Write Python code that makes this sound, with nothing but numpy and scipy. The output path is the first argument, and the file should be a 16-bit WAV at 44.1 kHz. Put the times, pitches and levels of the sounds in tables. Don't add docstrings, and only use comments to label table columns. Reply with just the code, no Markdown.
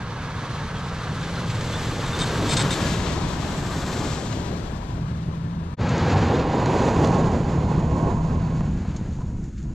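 import sys
import numpy as np
from scipy import signal
from scipy.fft import rfft, irfft, next_fast_len
from scipy.io import wavfile
from scipy.ndimage import map_coordinates

SR = 44100
rng = np.random.default_rng(int(sys.argv[2]) if len(sys.argv) > 2 else 0)


def log_audio(samples):
    frames = np.atleast_2d(samples).T
    limited = np.clip(frames, -1, 1)
    pcm = np.round(limited * 32767).astype(np.int16)
    wavfile.write(sys.argv[1], SR, pcm)


N = 429534
TIME = np.arange(N) / SR
LEFT_RIGHT = np.array([[1], [-1]])

# front axle abreast t/s, speed/(m/s), closest distance/m
PATH_FIRST = (3.007, 2.78, 1.163)
PATH_SECOND = (6.894, 3.45, 2.01)
WHEELBASE_M = 3.5
CARRY_FIRST = {"rumble": (-33.5, -39, 3.5, 0), "exhaust": (-31, -37.5, 1.5, -0.6),
               "intake": (-44.5, -78, 6.5, 25), "groan": (-27, -32, 6.5, 3.5),
               "bay": (-36.5, -41.5, 3.5, 7.5), "crunch": (-36.5, -43, 5.5, 6.5),
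               "spray": (-42, -44, 9.5, 7.5), "hollow": (-39.5, -53, 4.5, 0.5)}
CARRY_SECOND = {"rumble": (-34.5, -34, 3, -5), "exhaust": (-25, -28, 2.5, 2.5), "intake": (-40, -74, 4, 19),
                "groan": (-22.5, -31.5, 13, 2.5), "bay": (-32.5, -40.5, 10, 7),
                "crunch": (-38.5, -46, 6, 7), "spray": (-50.5, -56.5, 5.5, 0.5),
                "hollow": (-29.5, -33.5, 20.5, -3)}
# t/s, left minus right level/dB, left lag/us,
# lean of the band around 1.3 kHz (share, + left), side stream against mid/dB
BEARING_FIRST = [(0, -1.5, 44, 0.013, -7), (2.45, 1, 10.5, 0.019, -10.5), (3.25, 10, -46, 0.088, -3.5),
                 (3.55, 4.5, 1, 0.056, -2.5), (3.87, 4.5, -9, 0.037, -8.5), (4.6, 14.5, -76, 0.37, -3.5),
                 (5.74, 11, -88, 0.85, -4.5)]
BEARING_SECOND = [(5.8, 0, 5, 0.19, -31), (6.4, 0, 11, -0.3, -35), (7.4, -3, 6, -0.26, -16),
                  (8.35, -1.5, -6, -0.74, -12.5), (8.9, -0.1, 1, 0.045, -30), (9.74, 0.1, 0, 0, -34)]
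# t/s, half length/s, roar/dB, crunch/dB, spray/dB
SNOW_PATCHES = [(0.45, 0.32, 1.2, 2, -1), (1.39, 0.045, -0.5, 1.5, -4), (1.7, 0.31, -1, 1.5, 5),
                (4.004, 0.18, 1.5, 2.5, 1.5), (4.498, 0.18, 1.5, 0.3, -2.5), (6.038, 0.25, 4.5, 5.5, 6),
                (6.152, 0.025, 2.5, -1.5, 0), (6.317, 0.055, 3.5, 0, 0.5), (6.462, 0.04, -1.5, -1.5, -2),
                (6.825, 0.18, -0.5, 3, 5), (6.835, 0.017, 3, -1, -1), (7.034, 0.028, 2, 0, 2),
                (7.094, 0.18, 1.5, 3, 3.5), (7.393, 0.027, -2, -1, 0), (8.06, 0.071, 4, 2, 2),
                (8.42, 0.17, 0, 2.5, -1), (8.87, 0.41, 1.5, 5, 0.5), (9.38, 0.35, -0.5, -3, 0),
                (9.566, 0.055, -16, 0.5, -1)]

# f/Hz, level/dB
RUMBLE_TONE = [(6, -25), (15, -8), (25, 1), (42, 0), (65, 2.5), (85, -6), (130, -40)]
ECHO_LAGS_S = [0.0031, 0.0052, 0.0083]
# f/Hz, width/Hz, level/dB
HOLLOW_MODES = [(523, 88, -7), (695, 78, -4), (780, 130, -1.5), (983, 93, 1.5), (1046, 73, -5.5)]
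# t/s, f/Hz, peak level/dB, rise/s
LOW_THUMPS = [(0.351, 127.7, -30, 0.086), (1.456, 117.7, -23, 0.046), (2.021, 117, -27, 0.028),
              (2.48, 142.6, -24.5, 0.088), (4.271, 109.7, -31, 0.037), (4.73, 47.6, -32, 0.09),
              (4.922, 113, -25, 0.009), (5.01, 124, -21, 0.0049), (5.821, 117.6, -23, 0.035),
              (6.04, 98, -22.5, 0.06)]
# t/s, level/dB
KNOCKS = [(7.04, -25), (8.3, -29), (8.608, -24), (8.851, -32), (9.188, -38), (9.207, -36), (9.218, -36),
          (9.383, -42)]
# f/Hz, level/dB, decay/ms
SUSPENSION_MODES = [(220, 0, 8), (450, -4.5, 6), (680, -6, 6), (984.5, -3.5, 5), (1250, -10, 4.4),
                    (1700, -19, 2), (2600, -20, 1.5)]
# t/s, tick level/dB, low crack against tick/dB, decay/ms
ICE_CRACKS = [(0.925, -54, 9, 35), (1.228, -48, 9, 25), (1.499, -43.5, 10.5, 15), (1.609, -39, 5, 11),
              (4.326, -36, 5, 4.5), (5.892, -32.5, -9, 3.81), (5.979, -34, -8, 5.3), (6.659, -31, 7.5, 1.8),
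              (7.046, -33, 3, 3.6), (7.072, -40, 3, 5), (8.608, -51, -6, 3), (8.963, -39, -7, 10),
              (9.442, -47, -18, 2.26), (9.58, -54, -1, 15.2), (9.628, -53, -12, 14.5)]
# t/s, length/s, f/Hz, glide/Hz, level/dB
SNOW_SQUEALS = [(0.738, 0.06, 3300, -100, -49), (1.352, 0.023, 5050, 150, -51),
                (1.366, .026, 4170, -1, -45), (1.362, 0.044, 1355, 0, -40), (1.72, 0.06, 3350, 270, -41.5),
                (2.817, 0.092, 1690, 31, -43)]
# t/s, length/s, rasp level/dB, singing level/dB, slip rate/Hz, swell start to end/dB
WHEEL_SQUEAKS = [(2.057, 0.027, -41, -41, 270, 0), (2.13, 0.028, -43, -36, 500, 0),
                 (2.189, 0.057, -32.5, -37, 260, -3), (2.21, 0.014, -37, -32, 390, -2),
                 (2.49, 0.053, -27, -34.5, 330, 5), (2.566, 0.023, -24, -34, 390, -5),
                 (2.592, 0.04, -27.5, -37, 220, -6), (2.706, 0.038, -29.5, -34.5, 260, -4)]
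# f/Hz, width/Hz, level/dB
WHEEL_MODES = [(1500, 370, 5.5), (2270, 510, 3.5), (3200, 400, 3.5), (3660, 64, 13), (4120, 300, 3),
               (4870, 69, 6), (5230, 90, 2), (6060, 200, 3), (6480, 130, 1), (7470, 93, 9), (7780, 160, 3),
               (8040, 120, 2), (8450, 170, -9)]
SINGING_HZ = 3645

# f/Hz, level/dB
GROAN_TONE_FIRST = [(130, 2.5), (235, 3.5), (320, 1), (400, -1.5), (480, -4.5), (600, -5.5), (750, -9),
                    (1100, -20.5), (2500, -59)]
GROAN_TONE_SECOND = [(130, -29), (235, 6.5), (320, 3), (400, 3), (480, 3), (600, -2.5), (750, -5),
                     (1100, -19), (2500, -31.5)]
CRUNCH_TONE_FIRST = [(900, -14), (2000, -1), (2800, -2.5), (3500, -0.5), (4300, -2.5), (5200, -8),
                     (6500, -8.5), (7500, -17), (9000, -17), (15000, -33.5)]
CRUNCH_TONE_SECOND = [(900, -10), (1250, 3.5), (1550, 4), (2000, -1.5), (2600, -3.5), (3200, -7.5),
                      (4400, -7.5), (5500, -16), (6500, -18), (9000, -56), (12000, -64.5)]
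ICE_TONE_FIRST = [(5000, -2), (6800, -2), (7600, 2.5), (8200, -6), (9000, -28), (10500, -18),
                  (12500, -14.5), (14000, -38), (15500, -50)]
ICE_TONE_SECOND = [(4500, -9), (5800, -4), (6150, -1.5), (6450, 1), (7100, 4), (7500, -6.5), (8000, -10.5),
                   (10000, -20), (13000, -32), (14500, -40), (16000, -58)]
# f/Hz, level/dB
BAY_TONE_FIRST = [(400, -18.5), (680, -5.5), (830, 1), (990, 0), (1130, 2.5), (1380, -1), (1750, -2.5),
                  (1880, -7.5), (3000, -17), (6000, -41)]
BAY_TONE_SECOND = [(400, -18.5), (740, -1), (850, 4), (985, -2.5), (1070, -1.5), (1170, -7.5),
                   (1350, -18.5), (2000, -25), (3000, -26), (6000, -59)]
INTAKE_TONE = [(70, -22), (100, 6), (122, 10.5), (145, -4), (220, -39.5), (380, -11), (440, -6), (490, -7),
               (570, -6.5), (900, -46)]
MUFFLER_FIRST = [(35, -37), (65, -1), (85, 0.5), (120, 1), (168, 1), (205, -5.5), (300, -18), (600, -30),
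                 (1500, -62)]
MUFFLER_SECOND = [(35, -30), (65, -3), (90, 1), (120, 1.5), (165, 3), (235, -6), (320, -13), (600, -41),
                  (1500, -70)]
CYLINDERS_DB = [0.5, -5.5, 0, -2, 1, -7.5, -2.5, -0.5]
# t/s, firing rate f/Hz, throttle 0-1
ENGINE_FIRST = [(0, 161, 0), (0.35, 160, 0.2), (0.7, 150, 0.1), (1.1, 167, 0.35), (1.45, 171, 0.47),
                (1.75, 156, 0.2), (2.2, 153, 0.14), (2.72, 151, 0.2), (2.95, 177, 0.6), (3.2, 175, 0.64),
                (3.6, 152.3, 0.22), (4.7, 155, 0), (5.2, 162.8, 0.92), (5.74, 166.1, 0.86)]
ENGINE_SECOND = [(5.799, 160.5, 0.033), (6.85, 158.2, 0.097), (7.25, 161.8, 0.76), (7.451, 152.7, 0.089),
                 (7.8, 150.1, 0.71), (8.1, 165.3, 0.59), (8.5, 159.1, 0.86), (8.75, 146.2, 0.72),
                 (9.15, 138.7, .1), (9.74, 132.1, 0.23)]
THROTTLE_DB = 6
LABOUR = 0.35
NOTE_DB, NOTE_THROTTLE_DB = -17, 16.5
DRONE_DB = -13

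CHANGE_S = 5.764
TOP_HZ = 15200


def undb(db):
    return 10 ** (np.asarray(db) / 20)


def unit(x):
    return x / np.sqrt(np.mean(x ** 2) + 1e-18)


def curves(table):
    s, *columns = np.transpose(table)
    return [np.interp(TIME, s, column) for column in columns]


def colour(x, points):
    size = next_fast_len(N, True)
    hz, db = np.transpose(points)
    bins = np.maximum(np.arange(size // 2 + 1) * SR / size, 1)
    gain = undb(np.interp(np.log(bins), np.log(hz), db))
    gain *= np.minimum(bins / hz[0], 1) ** 2
    gain *= np.minimum(hz[-1] / bins, 1) ** 2
    return unit(irfft(rfft(x, size) * gain, size)[..., :N])


def lowpass(x, order, hz):
    return signal.sosfilt(signal.butter(order, hz, fs=SR, output="sos"), x)


def resonate(x, hz, width_hz):
    return signal.lfilter(*signal.iirpeak(hz, hz / width_hz, fs=SR), x)


def walk(rate):
    steps = rng.standard_normal(4096)
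    return unit(np.interp(TIME * rate, np.arange(len(steps)), steps))


def grains(rate, spread_db):
    chance = rng.random((2, N)) * SR / rate
    strength = np.minimum(-np.log(chance + 1e-12), 6)
    sign = rng.choice([-1, 1], (2, N))
    return (chance < 1) * undb(spread_db * strength) * sign


def stereo(pair, side_db):
    mid, side = pair
    return unit(mid + undb(side_db) * LEFT_RIGHT * side)


def carry(path, source):
    abreast_s, speed, closest_m = path
    front_db, rear_db, doubling_db, forward_db = source
    power = 0
    for db, setback_m in ((front_db, 0), (rear_db, WHEELBASE_M)):
        along = speed * (TIME - abreast_s) - setback_m
        distance = np.hypot(along, closest_m)
        loss_db = doubling_db * np.log2(distance / closest_m)
        power = power + undb(db - loss_db - forward_db * along / distance) ** 2
    return np.sqrt(power)


def snow_patches():
    swells = np.array([np.exp(-((TIME - s) / half_s) ** 2) for s, half_s, *_ in SNOW_PATCHES])
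    changes_db = np.array(SNOW_PATCHES)[:, 2:]
    return undb(changes_db.T @ swells)


def rumble():
    return stereo(colour(rng.standard_normal((2, N)), RUMBLE_TONE), -39.5)


def echo_ripple(x, echo_db=-19, drift_s=0.0003):
    out = x
    for lag_s in ECHO_LAGS_S:
        at = TIME - lag_s - drift_s * walk(1.5)
        echo = np.array([np.interp(at, TIME, side) for side in x])
        out = out + undb(echo_db) * echo
    return out / np.sqrt(1 + len(ECHO_LAGS_S) * undb(echo_db) ** 2)


def hollow(flutter_db=2.5):
    roar, ring = rng.standard_normal(N), 0
    for hz, width, db in HOLLOW_MODES:
        edges = [hz - width / 2, hz + width / 2]
        band = signal.butter(2, edges, "bandpass", fs=SR, output="sos")
        ring = ring + unit(signal.sosfilt(band, roar)) * undb(db + flutter_db * walk(9))
    return unit(ring)


def low_thumps():
    out = 0
    for start, hz, db, rise_s in LOW_THUMPS:
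        t = np.maximum(TIME - start, 0)
        swell = t / rise_s * np.exp(1 - t / rise_s)
        out = out + undb(db) * swell * np.sin(2 * np.pi * hz * t)
    return out


def knocks(detune=0.05):
    out, t = np.zeros(N), TIME[:SR // 10]
    for start, db in KNOCKS:
        tail = out[int(start * SR):][:len(t)]
        for hz, mode_db, decay_ms in SUSPENSION_MODES:
            mode_hz = hz * (1 + detune * rng.standard_normal())
            fade = np.exp(-1000 * t / decay_ms)
            tail += undb(db + mode_db) * fade * np.sin(2 * np.pi * mode_hz * t)
    return out


def burst(start, db, decay_s):
    out = np.zeros(N)
    tail = out[int(start * SR):][:SR // 4]
    tail += undb(db) * np.exp(-TIME[:len(tail)] / decay_s)
    return out


def ice_cracks():
    tick = colour(rng.standard_normal(N), ICE_TONE_SECOND)
    snap = colour(rng.standard_normal(N), CRUNCH_TONE_FIRST)
    bright = sum(burst(s, db, ms / 1000) for s, db, low_db, ms in ICE_CRACKS)
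    low = sum(burst(s, db + low_db, ms / 1000) for s, db, low_db, ms in ICE_CRACKS)
    return lowpass(tick * bright + snap * low, 4, 7500)


def snow_squeals(waver_hz=40):
    out, waver = np.zeros(N), waver_hz * walk(300)
    for start, length, hz, glide_hz, db in SNOW_SQUEALS:
        span = slice(int(start * SR), int((start + length) * SR))
        progress = (TIME[span] - start) / length
        phase = 2 * np.pi * np.cumsum(hz + glide_hz * progress + waver[span]) / SR
        out[span] += undb(db) * unit(np.sin(np.pi * progress) * np.sin(phase))
    return out


def wheel_squeaks(slip_decay=0.67, edge_s=0.0012, side_db=-11, waver_hz=60, flutter_db=1.5):
    rub, singing = np.zeros(N), np.zeros(N)
    unevenness = 1 + 0.45 * walk(200)
    for start, length, rasp_db, tone_db, rate, swell_db in WHEEL_SQUEAKS:
        span = slice(int(start * SR), int((start + length) * SR))
        t = TIME[span] - start
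        slip_phase = np.cumsum(rate * unevenness[span] / SR) % 1
        slip = np.exp(-slip_phase / slip_decay)
        edges = np.clip(np.minimum(t, length - t) / edge_s, 0, 1)
        press = undb(swell_db * (t / length - 0.5)) * edges
        rub[span] += undb(rasp_db) * press * unit(slip)
        singing[span] += undb(tone_db) * press * unit(np.sqrt(slip))
    force = rub * unit(grains(6000, 1.0))
    ring = sum(undb(db) * resonate(force, hz, width) for hz, width, db in WHEEL_MODES)
    rasp = stereo(lowpass(ring, 8, 8800), side_db) * np.sqrt(np.mean(rub ** 2))
    phase = 2 * np.pi * np.cumsum(SINGING_HZ + waver_hz * walk(250)) / SR
    song = unit(np.sin(phase) * undb(flutter_db * walk(150)))
    return rasp + song * singing


def groan(tone, side_db, ruts_db, tread_db):
    uneven = unit(undb(ruts_db * walk(9) + tread_db * walk(38)))
    return stereo(colour(grains(3000, 0.92), tone), side_db - 9.5) * uneven


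def crunch_and_spray(crunch_tone, ice_tone, side_db, grain_db):
    lumps = unit(undb(walk(45)))
    crunch = stereo(colour(grains(9000, grain_db) * lumps, crunch_tone), side_db)
    spray = stereo(colour(grains(11000, grain_db) * lumps, ice_tone), side_db - 0.5)
    return crunch, spray


def engine_bay(firings, tone, side_db):
    pulsing = 1 + 0.05 * np.cos(2 * np.pi * firings)
    whirr = rng.standard_normal((2, N)) * pulsing * undb(walk(60))
    return stereo(colour(whirr, tone), side_db - 16.0)


def intake(firings, air_db=7, gulp_decay=0.066):
    strength = undb(CYLINDERS_DB)[firings.astype(int) % len(CYLINDERS_DB)]
    gulps = strength * np.exp(-(firings % 1) / gulp_decay)
    air = colour(rng.standard_normal(N), INTAKE_TONE)
    rough = unit(colour(gulps - gulps.mean(), INTAKE_TONE) + undb(air_db) * air)
    drone = unit(np.sin(2 * np.pi * firings))
    return unit(rough + undb(DRONE_DB) * drone)


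def exhaust(firings, note_db, muffler, scatter=0.42, gas_db=-0.5, waver_db=1.9):
    fired = np.flatnonzero(np.diff(np.floor(firings)) > 0)
    chance = 1 + scatter * rng.standard_normal(len(fired))
    strength = np.resize(undb(CYLINDERS_DB), len(fired)) * chance
    pulses = np.zeros(N)
    pulses[fired] = strength - strength.mean()
    gas = undb(gas_db) * rng.standard_normal(N)
    burble = colour(unit(pulses) + gas, muffler)
    note = unit(np.sin(2 * np.pi * firings) * undb(waver_db * walk(7)))
    return (burble + undb(note_db) * note) / np.hypot(1, undb(note_db))


def drive_by(path, sources, pipe, firings, groan_tone, bay_tone, crunch_tone, ice_tone,
             grain_db, ruts_db, tread_db):
    gain = {name: carry(path, source) for name, source in sources.items()}
    roar, crust, loose = snow_patches()
    *_, side_db = curves(BEARING_FIRST + BEARING_SECOND)
    low = rumble() * gain["rumble"]
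    ring = stereo([hollow(), hollow()], side_db - 2) * gain["hollow"]
    tyres = groan(groan_tone, side_db, ruts_db, tread_db) * gain["groan"]
    crunch, spray = crunch_and_spray(crunch_tone, ice_tone, side_db, grain_db)
    crunch, spray = crunch * gain["crunch"], spray * gain["spray"]
    bay = engine_bay(firings, bay_tone, side_db) * gain["bay"]
    engine = pipe * gain["exhaust"] * roar ** LABOUR + intake(firings) * gain["intake"]
    rippled = echo_ripple(roar * bay + crust * crunch + loose * spray)
    return low + roar * (tyres + ring) + rippled + engine


def ports(x, shadow_hz=(480, 6500), lean_hz=1300, lean_width_hz=700):
    pan_db, lag_us, lean, _ = curves(BEARING_FIRST + BEARING_SECOND)
    band = signal.butter(2, shadow_hz, "bandpass", fs=SR, output="sos")
    middle = signal.sosfiltfilt(band, x)
    leaning = resonate(x, lean_hz, lean_width_hz)
    pan = np.tanh(pan_db * np.log(10) / 20 / 2)
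    shaded = x + LEFT_RIGHT * (middle * pan + leaning * lean)
    heard_at = (TIME - LEFT_RIGHT * lag_us * 1e-6 / 2) * SR
    return np.array([map_coordinates(side, [at], order=3, mode="nearest")
                     for side, at in zip(shaded, heard_at)])


def scene():
    firing_hz, throttle = curves(ENGINE_FIRST + ENGINE_SECOND)
    firings = np.cumsum(firing_hz * (1 + 0.00614 * walk(22))) / SR
    note_db = NOTE_DB + NOTE_THROTTLE_DB * throttle
    push = undb(THROTTLE_DB * throttle)
    first = drive_by(PATH_FIRST, CARRY_FIRST, push * exhaust(firings, note_db, MUFFLER_FIRST), firings,
                     GROAN_TONE_FIRST, BAY_TONE_FIRST, CRUNCH_TONE_FIRST, ICE_TONE_FIRST,
                     grain_db=1.0, ruts_db=0.85, tread_db=1.0)
    second = drive_by(PATH_SECOND, CARRY_SECOND, push * exhaust(firings, note_db, MUFFLER_SECOND), firings,
                      GROAN_TONE_SECOND, BAY_TONE_SECOND, CRUNCH_TONE_SECOND, ICE_TONE_SECOND,
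                      grain_db=-1.5, ruts_db=0.67, tread_db=1.5)
    fade_out = np.clip((CHANGE_S - TIME) / 0.023, 0, 1) ** 3
    fade_in = np.clip((TIME - CHANGE_S) / 0.041, 0, 1) ** 2
    passes = first * fade_out + second * fade_in
    events = low_thumps() + knocks() + ice_cracks() + snow_squeals() + wheel_squeaks()
    ends = np.clip(np.minimum(TIME, TIME[-1] - TIME) / 0.004, 0, 1)
    return ends * ports(passes + events)


def record(dry):
    return signal.sosfilt(signal.ellip(8, 0.2, 70, TOP_HZ, fs=SR, output="sos"), dry)


dry = scene()
out = record(dry)
log_audio(out)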